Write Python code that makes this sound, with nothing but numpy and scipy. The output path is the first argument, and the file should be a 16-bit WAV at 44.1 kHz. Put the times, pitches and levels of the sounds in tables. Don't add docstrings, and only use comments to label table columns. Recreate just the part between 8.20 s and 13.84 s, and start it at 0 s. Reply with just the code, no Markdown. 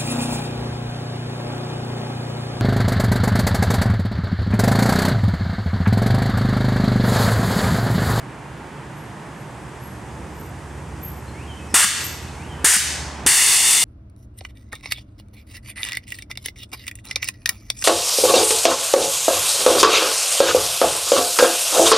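import sys
import numpy as np
from scipy import signal
from scipy.fft import rfft, irfft, next_fast_len
from scipy.io import wavfile
from scipy.ndimage import uniform_filter1d

SR = 44100
rng = np.random.default_rng(int(sys.argv[2]) if len(sys.argv) > 2 else 0)


def dump_mix(stems):
    frames = np.atleast_2d(stems).T
    limited = np.clip(frames, -1, 1)
    pcm = np.round(limited * 32767).astype(np.int16)
    wavfile.write(sys.argv[1], SR, pcm)


def amplitude_ratio(level_db):
    exponent = np.asarray(level_db, float) / 20
    return 10 ** exponent


N = 248724
TIME_S = np.arange(N) / SR
PADDED = next_fast_len(2 * N)
HZ = np.maximum(np.arange(PADDED // 2 + 1) * SR / PADDED, 1)

# (time [s], rumble [dB], tyres [dB], leaves [dB])
ROAD_LEVELS = [(0, -40.5, -39.5, -55), (1, -40.5, -39.5, -53.5), (2, -39, -40.5, -52),
               (3, -39.5, -41.5, -52), (4, -40, -41, -48.5), (5.64, -40, -33, -59)]
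# (frequency [Hz], density [dB per Hz])
RUMBLE_SPECTRUM = [(24, -46), (40, -14), (64, 3), (86, -10), (104, -3.5), (129, 1), (275, -10.5),
                   (311, -6.5), (600, -17), (780, -83), (1320, -120)]
# (frequency [Hz], density [dB per Hz])
TYRE_SPECTRUM = [(290, -2), (500, -8), (891, -1.5), (1270, -7.5), (1730, -8.5), (2380, -14), (5000, -29.5),
                 (6500, -64), (11000, -120)]
# (frequency [Hz], density [dB per Hz])
LEAF_SPECTRUM = [(2060, -2.5), (3500, -5.5), (3920, -13.5), (4840, -4.5), (8690, -2.5), (12500, -16.5),
                 (16000, -42)]
# (frequency [Hz], likeness [0..1])
STEREO_LIKENESS = [(35, 1), (70, 0.98), (240, 0.98), (950, 0.85), (3770, 0.77), (15000, 0.85)]
# (frequency [Hz], width [Hz], start level [dB], end level [dB])
DRONE_BANDS = [(119.5, 7, -46, -51), (145, 10, -48, -49)]
# (time [s], rate [Hz])
CYCLE_RATE = [(0, 20), (1.4, 19.6), (2.2, 17.5), (2.75, 17), (3.25, 18.4), (3.55, 18.4), (3.85, 16.6),
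              (4.4, 16), (4.7, 15), (5.1, 14.4), (5.64, 13.6)]
# (time [s], level [dB])
EXHAUST_LEVEL = [(0, -58), (1.2, -54), (1.7, -47), (2.2, -38.5), (2.75, -35.5), (3.3, -38.5), (3.85, -37),
                 (4.4, -37.5), (4.8, -33), (5.64, -37)]
# (multiple of cycle rate, level [dB])
STEADY_ORDERS = [(3, -73), (6, -61), (7, -57.5), (8, -59), (9, -71), (10, -56)]
# (peak time [s], frequency [Hz], peak level [dB], rise over the last 20 dB [s])
BRAKE_SQUEAKS = [(.37, 12700, -70, .03), (.77, 12750, -68, .03), (.78, 11350, -54, 0.044),
                 (1.2, 11350, -59, .04), (1.2, 12700, -72, .03), (1.64, 11400, -48, .037),
                 (1.66, 12750, -69, .03), (2.2, 12750, -51, 0.068), (2.844, 12680, -35.5, 0.024),
                 (3.86, 12700, -33, 0.085)]
# (start [s], length [s], from [Hz], to [Hz], peak level [dB], bend: >1 glides late, <1 early)
BIRD_NOTES = [(3.14, .105, 2120, 3050, -49.5, 1.9), (3.275, .07, 3250, 2950, -47.5, 1.1),
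              (3.35, .05, 3160, 3110, -59, 1.1), (3.39, .05, 2620, 2550, -51.5, .4),
              (3.072, .03, 3600, 4310, -55, .2), (3.46, .055, 2560, 2545, -54, 1.1),
              (3.48, .07, 6200, 5000, -55, .45), (3.97, .06, 2560, 2545, -53, 1.1),
              (4.075, .045, 2560, 2545, -53, 1.1), (4.075, .03, 3350, 4400, -53, 1.1)]
# (open [s], shut [s], flow level [dB], hose resonance [Hz], its width [Hz],
#                  its fading [dB per s], share of hose echo and outlet whistle)
VALVE_OPENINGS = [(3.5403, 3.655, -8, 1550, 1490, -41, 0.2), (4.4429, 4.575, -8, 1664, 805, -1, 0.14),
                  (5.062, 5.7, -8, 1860, 500, 42, 0.31)]
# (frequency [Hz], density [dB per Hz])
JET_SPECTRUM = [(240, -46), (400, -12), (520, -28), (753, -11), (949, -8.5), (1330, -13), (2120, -5.5),
                (3210, -6), (3470, -12), (4950, -8), (9040, 2.5), (16000, -25)]
# (time [s], level change [dB])
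FLOW_WAVER = [(5.12, -0.5), (5.36, 1.5), (5.42, -3), (5.53, 2.5), (5.64, -4.5)]
# (frequency [Hz], width [Hz], level before the share [dB])
OUTLET_BANDS = [(3550, 150, -6), (4450, 400, -8)]
# (frequency [Hz], late t60 [s], relative band level [dB])
TREE_BANDS = [(720, 0.68, -3), (1380, 1, 0.5), (2670, 0.88, 4.5), (5000, 1, 12), (7900, 0.59, -1.5),
              (14000, 0.42, 4)]
# (frequency [Hz], left minus right [dB])
MIC_LEAN = [(40, -1.6), (180, -1.4), (550, -3), (1650, -1.4), (4970, 0.7), (15000, 3.3)]

WIND_DB, WIND_HZ, WIND_WIDTH_HZ = -55.5, 40, 30
EXHAUST_HZ, EXHAUST_WIDTH_HZ, FIFTH_DB = 77, 12, -1
SQUEAK_FLUTTER_HZ, SQUEAK_FALL_HZ, SQUEAK_FALL_S, SQUEAK_T60_S = 60, 90, 0.15, 0.38
PHRASE_NOTES, PHRASE_REPEAT_S = 4, 1.014
NOTE_SOFT_ENDS_DB, NOTE_FLUTTER_DB = 4, 1.5
FLOW_START_DB, FLOW_RISE_S = -3.5, 0.016
POP_HZ, POP_T60_S, POP_DB = 317, 0.012, -2.5
HOSE_DB, HOSE_ECHO_S = -9.5, 0.001247
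THUD_HZ, THUD_DB, THUD_T60_S, THUD_LEAD_S = 200, -19, 0.076, 0.0107
TREES_DB, TREES_START_S, TREES_RISE_S = -3.5, 0.01, 0.0075
EARLY_DB, EARLY_T60_S = 5, 0.38
BIRD_ECHO_SHARE = 0.9


def rms_one(x):
    return x / np.sqrt(np.mean(x ** 2) + 1e-20)


def in_time(rows):
    time_s, *columns = np.transpose(rows)
    return [np.interp(TIME_S, time_s, column) for column in columns]


def at_hz(points, hz, column=1):
    table = np.array(points)
    return np.interp(np.log(hz), np.log(table[:, 0]), table[:, column])


def filtered(x, response):
    return irfft(rfft(x, PADDED) * response, PADDED)[..., :N]


def resonance(hz, width_hz):
    return 1 / (1 + 1j * (HZ ** 2 - hz ** 2) / (HZ * width_hz))


def drift(rate_hz):
    return rms_one(filtered(rng.standard_normal(N), 1 / (1 + (HZ / rate_hz) ** 2)))


def narrow_noise(hz, width_hz):
    return rms_one(filtered(rng.standard_normal(N), resonance(hz, width_hz) ** 2))


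def wide_noise(spectrum, patchy_db):
    mid, side = rfft(rng.standard_normal((2, N)), PADDED)
    alike = np.clip(at_hz(STEREO_LIKENESS, HZ), 0, 1)
    pair = np.sqrt(1 + alike) * mid + np.sqrt(1 - alike) * side * [[1], [-1]]
    noise = irfft(pair * amplitude_ratio(at_hz(spectrum, HZ)), PADDED)[:, :N]
    return rms_one(noise) * amplitude_ratio(patchy_db * drift(2.2))


def wind():
    return amplitude_ratio(WIND_DB) * rms_one(filtered(rng.standard_normal((2, N)), resonance(WIND_HZ, WIND_WIDTH_HZ)))


def road():
    rumble_db, tyre_db, leaf_db = in_time(ROAD_LEVELS)
    rumble = amplitude_ratio(rumble_db) * wide_noise(RUMBLE_SPECTRUM, patchy_db=0.96)
    tyres = amplitude_ratio(tyre_db) * wide_noise(TYRE_SPECTRUM, patchy_db=0.2)
    leaves = amplitude_ratio(leaf_db) * wide_noise(LEAF_SPECTRUM, patchy_db=0.0)
    return rumble + tyres + leaves


def drones():
    return sum(amplitude_ratio(np.linspace(start_db, end_db, N)) * narrow_noise(hz, width_hz)
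               for hz, width_hz, start_db, end_db in DRONE_BANDS)


def engine():
    (rate_hz,), (exhaust_db,) = in_time(CYCLE_RATE), in_time(EXHAUST_LEVEL)
    phase = 2 * np.pi * np.cumsum(rate_hz * (1 + 0.0047 * drift(2.8))) / SR
    orders = list(STEADY_ORDERS)
    for order, db in [(4, 0), (5, FIFTH_DB)]:
        detuning = 2 * (order * rate_hz - EXHAUST_HZ) / EXHAUST_WIDTH_HZ
        orders.append((order, exhaust_db + db - 10 * np.log10(1 + detuning ** 2)))
    return np.sqrt(2) * sum(amplitude_ratio(db + 0.72 * drift(2.7)) * np.cos(order * phase) for order, db in orders)


def brakes():
    out = np.zeros(N)
    for peak_s, hz, db, rise_s in BRAKE_SQUEAKS:
        age_s = TIME_S - peak_s
        flutter = drift(SQUEAK_FLUTTER_HZ) + 1j * drift(SQUEAK_FLUTTER_HZ)
        pitch_hz = hz - SQUEAK_FALL_HZ * np.clip(age_s / SQUEAK_FALL_S, 0, 1)
        phase = 2 * np.pi * np.cumsum(pitch_hz) / SR
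        shape_db = np.where(age_s < 0, 20 * age_s / rise_s, -60 * age_s / SQUEAK_T60_S)
        out += amplitude_ratio(db + shape_db) * np.real(flutter * np.exp(1j * phase))
    return out


def whistle(start_s, length_s, from_hz, to_hz, db, bend):
    part = np.clip((TIME_S - start_s) / length_s, 0, 1)
    ends = np.clip(np.minimum(part, 1 - part) * length_s / 0.0013, 0, 1)
    phase = 2 * np.pi * np.cumsum(from_hz + (to_hz - from_hz) * part ** bend) / SR
    level_db = db - NOTE_SOFT_ENDS_DB * (2 * part - 1) ** 2 + NOTE_FLUTTER_DB * drift(60)
    return np.sqrt(2) * ends * amplitude_ratio(level_db) * np.sin(phase)


def birds():
    again = [(start_s + PHRASE_REPEAT_S, *rest) for start_s, *rest in BIRD_NOTES[:PHRASE_NOTES]]
    return sum(whistle(*note) for note in list(BIRD_NOTES) + again)


def valves():
    out = np.zeros(N)
    waver_db = in_time(FLOW_WAVER)[0] * (TIME_S > FLOW_WAVER[0][0] - 0.04)
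    for open_s, shut_s, db, hose_hz, hose_width_hz, fading_db_per_s, share in VALVE_OPENINGS:
        age_s = np.maximum(TIME_S - open_s, 0)
        flow_db = db + waver_db + FLOW_START_DB * np.clip(1 - age_s / FLOW_RISE_S, 0, 1)
        jet = rms_one(filtered(rng.standard_normal(N), amplitude_ratio(at_hz(JET_SPECTRUM, HZ))))

        lag_s = HOSE_ECHO_S * (1 + 0.022 * drift(3))
        echo = np.interp(TIME_S - lag_s, TIME_S, filtered(jet, resonance(2300, 2600).real))
        echo = amplitude_ratio(3.7 * drift(3.9)) * echo
        hose = amplitude_ratio(HOSE_DB - fading_db_per_s * age_s) * narrow_noise(hose_hz, hose_width_hz)
        outlet = sum(amplitude_ratio(level_db + 2.1 * drift(6)) * narrow_noise(hz, width_hz)
                     for hz, width_hz, level_db in OUTLET_BANDS)
        hiss = jet - share * echo + hose + share * outlet

        eddies = amplitude_ratio(0.86 * drift(240))
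        opening = np.clip((TIME_S - open_s - 0.001) / 0.0016, 0, 1)
        closing = np.clip((shut_s - TIME_S) / 0.0087, 0, 1)
        pop = -np.sin(2 * np.pi * POP_HZ * age_s) * amplitude_ratio(db + POP_DB - 60 * age_s / POP_T60_S)
        seated_s = np.maximum(TIME_S - shut_s + THUD_LEAD_S, 0)
        thud = np.sin(2 * np.pi * THUD_HZ * seated_s) * amplitude_ratio(THUD_DB - 60 * seated_s / THUD_T60_S)
        out += amplitude_ratio(flow_db) * opening * closing * eddies * hiss + pop + thud
    return out


def trees(x):
    age_s, tail = np.maximum(TIME_S - TREES_START_S, 0), 0
    shared, own = rng.standard_normal(N), rng.standard_normal((2, N))
    for hz in 400 * 2 ** np.arange(0, 5.6, 0.5):
        band = filtered(shared + 0.57 * own, np.exp(-(np.log2(HZ / hz) / 0.5) ** 2))
        t60_s = at_hz(TREE_BANDS, hz)
        decay_db = at_hz(TREE_BANDS, hz, column=2) - 60 * age_s / t60_s
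        tail = tail + band * amplitude_ratio(decay_db) / np.sqrt(t60_s)
    early = amplitude_ratio(EARLY_DB - 60 * age_s / EARLY_T60_S)
    tail = tail * np.clip(age_s / TREES_RISE_S, 0, 1) * (1 + early)
    impulse = amplitude_ratio(TREES_DB) * tail / np.sqrt(np.sum(tail ** 2) / 2)
    return filtered(x, rfft(impulse, PADDED))


def scene():
    air, song = valves(), birds()
    tail = trees(air + BIRD_ECHO_SHARE * song)
    mix = wind() + road() + drones() + engine() + brakes() + song + air + tail
    return filtered(mix, amplitude_ratio(np.outer([0.5, -0.5], at_hz(MIC_LEAN, HZ))))


def top_cut(x):
    return signal.sosfilt(signal.butter(12, 16480, fs=SR, output="sos"), x)


def record(dry):
    knee_db, slope, attack_s, release_db_per_s = -19.5, 0.68, 0.016, 95
    low_cut_hz, top_cut_hz = 63, 15800
    level_db = 10 * np.log10(uniform_filter1d(np.mean(dry ** 2, axis=0), size=441) + 1e-12)
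    release_db = release_db_per_s * TIME_S
    held_db = np.maximum.accumulate(level_db + release_db) - release_db
    keep = np.exp(-1 / (attack_s * SR))
    duck_db = signal.lfilter([1 - keep], [1, -keep], slope * np.maximum(held_db - knee_db, 0))
    rounded = 1.412 * np.tanh(dry * amplitude_ratio(-duck_db) / 1.194)
    band = 1 / np.sqrt(1 + (low_cut_hz / HZ) ** 6) / np.sqrt(1 + (HZ / top_cut_hz) ** 600)
    return top_cut(filtered(rounded, band))


dry = scene()
out = record(dry)
dump_mix(out)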